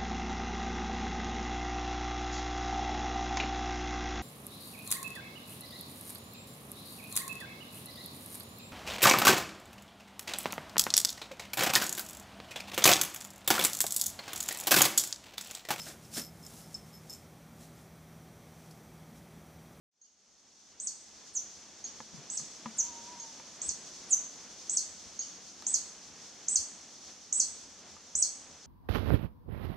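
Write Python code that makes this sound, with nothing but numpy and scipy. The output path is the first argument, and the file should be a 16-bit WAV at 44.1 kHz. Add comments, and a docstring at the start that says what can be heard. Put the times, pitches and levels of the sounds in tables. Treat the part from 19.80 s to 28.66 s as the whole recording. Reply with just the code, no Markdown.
"""Dense forest, where a perched hummingbird gives sharp chips: long arched ones and short buzzy slurs.
Each is a frequency-modulated tone from the syrinx, loudest as its pitch passes about 6.3 kHz, then
scattered by leaves and trunks. Soft harmonic peeps fall between them, one distant whistle sounds and
twigs tick, over a faint hiss and air in the foliage. Bumps excite the modes of a hand-held camera.
The sound fades in at the start."""
import sys
import numpy as np
from scipy import signal
from scipy.fft import rfft, irfft, next_fast_len
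from scipy.io import wavfile

SR = 44100
rng = np.random.default_rng(int(sys.argv[2]) if len(sys.argv) > 2 else 0)


def persist_wave(psi):
    """Save psi, clipped to +-1, as 16-bit WAV."""
    counts = np.round(np.clip(psi, -1, 1) * 32767).astype(np.int16)
    wavfile.write(sys.argv[1], SR, np.atleast_2d(counts).T)


N = 390726
TIME = np.arange(N) / SR
# loudness of a chip by pitch, greatest near 6.3 kHz: pitch_hz, gain_db
CHIP_LOUDNESS = [(4050, -20), (4400, -13.5), (5050, -16), (5750, -4), (6300, 2), (7000, -4), (7600, -9.5),
                 (8000, -13.5), (8300, -20), (9300, -22)]


def hummingbird():
    """Source and path: each chip is convolved with an impulse response of the forest."""
    # arched chips: start_s, plunge_at_s, pitch_ratio, level_db, top_gain_db
    arches = [(.9973, 0.067, 1.02, -20.5, 1), (2.4975, .070, .995, -25.5, 3),
              (3.8142, .070, 1.0, -22.5, -1), (4.893, 0.071, 1.0, -17.5, -1),
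              (5.864, 0.071, 1.005, -16.5, -3), (6.681, .070, 1.01, -15, -0.5),
              (7.5236, 0.07, 1.0, -15, 2.5), (8.350, .0675, 1.0, -15, 1)]
    # down-slurs: start_s, length_s, pitch_ratio, level_db, buzz_gain_db, buzz_fade_s
    slurs = [(1.536, 0.05, .955, -23.5, 7, 0.0087), (2.969, 0.048, .95, -21, 10.5, 0.0092),
             (4.292, 0.059, 1.0, -17.5, 5, 0.0037)]
    out = np.zeros((2, N))
    for start_s, plunge_at_s, pitch_ratio, level_db, top_gain_db in arches:
        call = from_db(level_db) * arch(plunge_at_s, pitch_ratio, top_gain_db)
        add(out, start_s, forest(call, wet_db=-1.8, pan_db=-1.5, leaves_t60_s=.2, trunks_t60_s=.66))
    for start_s, length_s, pitch_ratio, level_db, buzz_gain_db, buzz_fade_s in slurs:
        call = from_db(level_db) * slur(length_s, pitch_ratio, buzz_gain_db, buzz_fade_s)
        add(out, start_s, forest(call, wet_db=-4, pan_db=-1.5, leaves_t60_s=.26, trunks_t60_s=.76))
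    return out * from_db([[-.5], [.5]])


def arch(plunge_at_s, pitch_ratio, top_gain_db, start_hz=4992, top_hz=8212, end_hz=3990):
    """Frequency sweep: a tone flicks up, holds and plunges, loudest as it passes about 6.3 kHz."""
    length_s = plunge_at_s + .03
    t = np.arange(int(length_s * SR)) / SR
    flick, plunge = glide(t, .0056), glide(t - plunge_at_s, .012)
    sag_hz = 423 * np.exp(-((t - .04) / .016) ** 2)   # the top sags in its middle
    hz = start_hz + (top_hz - start_hz) * flick + (end_hz - top_hz) * plunge - sag_hz
    on_top = np.interp(hz, [7400, 7900], [0, 1])
    level_db = at_hz(CHIP_LOUDNESS, hz) + top_gain_db * on_top
    call = syrinx(hz * pitch_ratio, level_db, waver=.012, rasp_db=-35.5, octave_db=0)
    return call * envelope(t, length_s, attack_s=.0065, release_s=.01)


def slur(length_s, pitch_ratio, buzz_gain_db, buzz_fade_s, start_hz=9480, shelf_hz=7410, end_hz=6020):
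    """Modulation sidebands: between two drops in pitch, a flutter of frequency and level makes a buzz."""
    flutter_hz, swing_hz, dip_db = 265, 520, 7
    t = np.arange(int(length_s * SR)) / SR
    first_drop, second_drop = glide(t - .005, .0078), glide(t - .028, .00956)
    hz = start_hz + (shelf_hz - start_hz) * first_drop + (end_hz - shelf_hz) * second_drop
    buzz = first_drop * (1 - glide(t - .028, buzz_fade_s))
    flutter = np.cos(2 * np.pi * flutter_hz * t)
    buzz_db = buzz * (buzz_gain_db - dip_db * (1 - flutter))   # loudest when the pitch swings down
    pitch_hz = hz * pitch_ratio - swing_hz * buzz * flutter
    call = syrinx(pitch_hz, at_hz(CHIP_LOUDNESS, hz) + buzz_db, waver=.0059, rasp_db=-52, octave_db=3)
    return call * envelope(t, length_s, attack_s=.002, release_s=.013)


def syrinx(hz, level_db, waver, rasp_db, octave_db):
    """A nearly sinusoidal oscillator with jitter; a rough octave and a faint rasp grow at low pitch."""
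    # second harmonic against the fundamental: pitch_hz, gain_db
    octave = [(4400, -7), (5100, -15.5), (5900, -40.5), (7000, -40), (8000, -45)]
    phase = 2 * np.pi * np.cumsum(hz * (1 + waver * wander(len(hz), 1191))) / SR
    overtone = from_db(octave_db + at_hz(octave, hz)) * np.sin(2 * phase + .5 * wander(len(hz), 1500))
    rasp = rms_one(bandpass(rng.standard_normal(len(hz)), 8500, 12500, order=3))
    rasp_gain = from_db(rasp_db) * np.interp(hz, [6200, 7400], [1, 0])
    return from_db(level_db) * (np.sin(phase) + overtone + rasp_gain * rasp)


def forest(call, wet_db, pan_db, leaves_t60_s=.17, trunks_t60_s=1.0):
    """Multiple scattering: direct sound, quick echoes off leaves and a longer tail from the trunks."""
    t = np.arange(SR * 3 // 4) / SR
    mid, side, lumps = rng.standard_normal((3, len(t)))
    leaves, trunks = from_db(-60 * t / leaves_t60_s), from_db(-11 - 60 * t / trunks_t60_s)
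    onset = np.clip((t - .002) / .003, 0, 1)
    decay = (leaves + trunks) * onset * from_db(4 * lumps)
    echoes = from_db(wet_db) * pair(mid, side, coherence=.45) * decay / np.linalg.norm(decay)
    # the straight path through the leaves favours the middle of the bird's range
    direct = bandpass(1. * (t == 0), 5100, 7700, order=1) * from_db([[pan_db / 2], [-pan_db / 2]])
    return signal.fftconvolve(call[None], echoes + direct, axes=1)


def peeps(start_hz=1895, top_hz=2215, end_hz=1430, droop_at_s=.022, length_s=.06):
    """Spectral envelope: harmonics of a rising, then drooping note are brightest at about 4.7-7 kHz."""
    # soft peeps: start_s, level_db
    notes = [(.213, -32.5), (2.04, -37), (3.397, -40), (5.390, -32)]
    # colour of a peep, the strength of a harmonic by its frequency: frequency_hz, gain_db
    colour = [(1500, -32), (2200, -37), (3100, -4), (3700, -8), (4350, -15), (4750, 6), (5400, -1.5),
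              (6400, 4), (6900, 0.5), (8800, -28), (12000, -50)]
    out, t = np.zeros((2, N)), np.arange(int(length_s * SR)) / SR
    rise, droop = glide(t, .0031), glide(t - droop_at_s, .0095)
    hz = start_hz + (top_hz - start_hz) * rise + (end_hz - top_hz) * droop
    accent_db = 9.5 * (.5 - glide(t, .0079))
    droop_db = -7.5 * glide(t - droop_at_s, .0031)
    phase = 2 * np.pi * np.cumsum(hz) / SR
    harmonics = sum(from_db(at_hz(colour, k * hz)) * np.sin(k * phase) for k in range(1, 6))
    note = from_db(accent_db + droop_db) * harmonics * envelope(t, length_s, attack_s=.004, release_s=.008)
    for start_s, level_db in notes:
        add(out, start_s, forest(from_db(level_db) * note, wet_db=-2, pan_db=-3))
    return out


def whistle(start_s=2.9, length_s=.62, release_s=.068, pitch_hz=937, level_db=-57):
    """Interference: a distant wavering note, sinking as it ends, beats against its own echo."""
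    # pushes of effort that lift pitch and level together: start_s, hold_s, relax_s
    pushes = [(3.055, 0.041, 0.013), (3.253, 0.047, .065)]
    push_hz, push_db, sink_hz, echo_s, echo_db = 41, 4, 35, .043, -10
    effort = sum(glide(TIME - at_s, .019) * (1 - glide(TIME - at_s - hold_s, relax_s))
                 for at_s, hold_s, relax_s in pushes)
    t = TIME - start_s
    ending = glide(t - length_s + 2 * release_s, release_s)
    hz = pitch_hz + push_hz * effort - sink_hz * ending
    phase = 2 * np.pi * np.cumsum(hz * (1 + .0062 * wander(N, 90))) / SR
    gain = from_db(level_db + push_db * effort) * envelope(t, length_s, attack_s=.22, release_s=release_s)
    note = np.sqrt(2) * gain * np.sin(phase)
    return note + from_db(echo_db) * np.interp(TIME - echo_s, TIME, note)


def bumps(contact_s=.0031, grit=.99):
    """Impact excitation: a gritty contact rings the camera's case while the push thuds in the grip."""
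    # knocks on the camera: start_s, click_db, thud_db
    knocks = [(2.204, -40.5, -49.5), (2.338, -74, -51), (2.598, -52, -50.5), (2.859, -37, -40),
              (2.8639, -47, -41), (3.599, -45, -70), (5.823, -46.5, -64), (5.869, -51, -55),
              (8.167, -50, -64), (8.351, -50, -58)]
    # modes of the case and of the grip: frequency_hz, gain_db, t60_s
    case_modes = [(508, -7.5, 0.034), (884, -4, 0.038), (988, -5.5, 0.036), (1170, -7, 0.031),
                  (1690, -11.5, 0.043)]
    grip_modes = [(150, -2.5, 0.053), (222.3, -1, 0.2)]
    clicks, thuds = np.zeros((2, 2, N))
    t = np.arange(SR // 100) / SR
    for start_s, click_db, thud_db in knocks:
        scuff = pair(*rng.standard_normal((2, len(t))), coherence=.82) * np.exp(-t / contact_s)
        add(clicks, start_s, from_db(click_db) * ((t == 0) + grit * scuff / np.linalg.norm(scuff[0])))
        add(thuds, start_s, from_db(thud_db + np.array([[1.5], [-1.5]])))
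    soft = signal.butter(2, 4000, fs=SR, output="sos")   # fingers make a dull contact
    return signal.sosfilt(soft, ring(clicks, case_modes) + ring(thuds, grip_modes))


def ring(force, modes):
    """Modal superposition: damped resonators, each radiating little below its own frequency."""
    out = 0
    for hz, gain_db, t60_s in modes:
        radius, angle = from_db(-60 / (t60_s * SR)), 2 * np.pi * hz / SR
        feedback = [1, -2 * radius * np.cos(angle), radius ** 2]
        out = out + from_db(gain_db) * signal.lfilter([.5, 0, -.5], feedback, force + 1e-18)
    return out


def hand_shifts(width_s=.015, left_lead_rad=1.0):
    """Wave packets: each shift of the grip is a dull swell of a few cycles, leading on the left."""
    # soft shifts of the hand: centre_s, pitch_hz, level_db
    shifts = [(2.346, 174, -46), (2.39, 142, -48.5), (2.62, 150, -49.5), (3.89, 75, -50), (5.269, 70, -60),
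              (6.801, 78.5, -52), (8.365, 68, -53)]
    out = np.zeros((2, N))
    t = np.arange(int(6 * width_s * SR)) / SR - 3 * width_s
    for centre_s, pitch_hz, level_db in shifts:
        phase = 2 * np.pi * pitch_hz * t + np.array([[left_lead_rad], [0]])
        add(out, centre_s + t[0], from_db(level_db) * np.exp(-(t / width_s) ** 2) * np.sin(phase))
    return out * from_db([[2.5], [-3]])


def ticks(decay_s=.0013):
    """Broadband transients: twigs and dry leaves snap in exponentially decaying bursts of noise."""
    # snaps in the undergrowth: start_s, level_db
    snaps = [(3.346, -51), (3.545, -54), (3.600, -52), (5.8225, -39)]
    out, t = np.zeros(N), np.arange(SR // 100) / SR
    for start_s, level_db in snaps:
        add(out, start_s, from_db(level_db) * rng.standard_normal(len(t)) * np.exp(-t / decay_s))
    return 2 * bandpass(out, 3200, 7000, order=2)


def background(stir_width_s=.016):
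    """Amplitude-modulated noise: air in the foliage, a high hiss and the hand's rumble on the camera."""
    # spectral densities of the three noises: frequency_hz, relative_db
    air_spectrum = [(15, -48), (25, -38), (71, -16.5), (140, -7), (218, -0.5), (439, -6), (747, -6.5),
                    (831, -7), (944, -8), (1540, -10.5), (2910, -12), (3380, -11.5), (4000, -16.5),
                    (5200, -44), (8800, -120)]
    hiss_spectrum = [(2060, -37), (3500, -10.5), (3960, -13.5), (4300, -6.5), (4630, -8), (6210, 0),
                     (9240, -23), (12900, -35.5), (13900, -41), (15500, -56)]
    rumble_spectrum = [(20, -14), (50, -4.5), (85, 3), (140, -16), (400, -56), (2000, -110)]
    # slow drift of the levels: time_s, air_db, hiss_db
    drift = [(2.0, -59.5, -52.5), (3.31, -55, -50), (3.63, -55.5, -50.5), (5.09, -57, -50.5),
             (8.8, -59, -54)]
    # brief swells of the air as leaves stir: centre_s, gain_db
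    stirs = [(6.92, 0.5), (7.295, 5)]
    times_s, *levels_db = np.transpose(drift)
    air_db, hiss_db = [np.interp(TIME, times_s, column) for column in levels_db]
    stir_db = sum(db * np.exp(-((TIME - centre_s) / stir_width_s) ** 2) for centre_s, db in stirs)
    air = from_db(air_db + stir_db + 1.5 * wander(N, 12)) * stereo_noise(air_spectrum)
    hiss = from_db(hiss_db + 1.5 * wander(N, 25)) * stereo_noise(hiss_spectrum)
    rumble = from_db(-76 + 4 * wander(N, 18)) * stereo_noise(rumble_spectrum)
    return air + hiss + rumble * from_db([[3], [-3]])


def stereo_noise(spectrum):
    """A partly coherent field: coloured noise of unit rms whose left-right likeness varies with pitch."""
    # likeness of left and right: frequency_hz, coherence
    likeness = [(30, .05), (70, 0.18), (160, 0.9), (400, 0.86), (1200, 0.92), (3000, 0.87), (6500, 0.38),
                (9000, 0.12), (14000, 0.067)]
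    size = next_fast_len(N)
    hz = np.maximum(np.arange(size // 2 + 1) * SR / size, 1)
    mid, side = rfft(rng.standard_normal((2, size))) * from_db(at_hz(spectrum, hz))
    return rms_one(irfft(pair(mid, side, at_hz(likeness, hz)), size)[:, :N])


def pair(mid, side, coherence):
    """Sum and difference of two independent noises give left and right a set coherence."""
    return np.sqrt((1 + coherence) / 2) * mid + np.sqrt((1 - coherence) / 2) * side * np.array([[1], [-1]])


def glide(t, time_s, shape=1.6):
    """Relaxation from 0 to 1, from t = 0; a shape above 1 sets off more gently than an exponential."""
    return 1 - np.exp(-(np.maximum(t, 0) / time_s) ** shape)


def envelope(t, length_s, attack_s, release_s):
    """Trapezoidal gain: attack, hold and release."""
    return np.clip(t / attack_s, 0, 1) * np.clip((length_s - t) / release_s, 0, 1)


def wander(size, rate_hz):
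    """Random modulation: normal draws at rate_hz, joined by straight lines."""
    return np.interp(np.arange(size) * rate_hz / SR, np.arange(4096), rng.standard_normal(4096))


def bandpass(x, low_hz, high_hz, order):
    """Maximally flat band-pass filtering."""
    return signal.sosfilt(signal.butter(order, [low_hz, high_hz], "band", fs=SR, output="sos"), x)


def at_hz(curve, hz):
    """Interpolation on a log-frequency axis."""
    knots_hz, values = np.transpose(curve)
    return np.interp(np.log(hz), np.log(knots_hz), values)


def from_db(db):
    """Decibels to amplitude ratio."""
    return 10 ** (np.asarray(db) / 20)


def rms_one(x):
    """Normalisation to unit rms."""
    return x / np.sqrt(np.mean(x ** 2) + 1e-20)


def add(out, start_s, sound):
    """Superposition of a sound on the mix, from start_s."""
    start = int(start_s * SR)
    out[..., start:start + sound.shape[-1]] += sound[..., :N - start]


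def scene():
    """Linear superposition of the bird, the forest around it and the hand on the camera."""
    return hummingbird() + peeps() + whistle() + ticks() + bumps() + hand_shifts() + background()


def record(dry, fade_at_s=.11, fade_s=1.68, cutoff_hz=15650):
    """Band limiting: a steep low-pass cuts the top after a linear fade-in."""
    fade = np.clip((TIME - fade_at_s) / fade_s, 0, 1)
    return signal.sosfilt(signal.ellip(10, .1, 80, cutoff_hz, fs=SR, output="sos"), dry * fade)


dry = scene()
out = record(dry)
persist_wave(out)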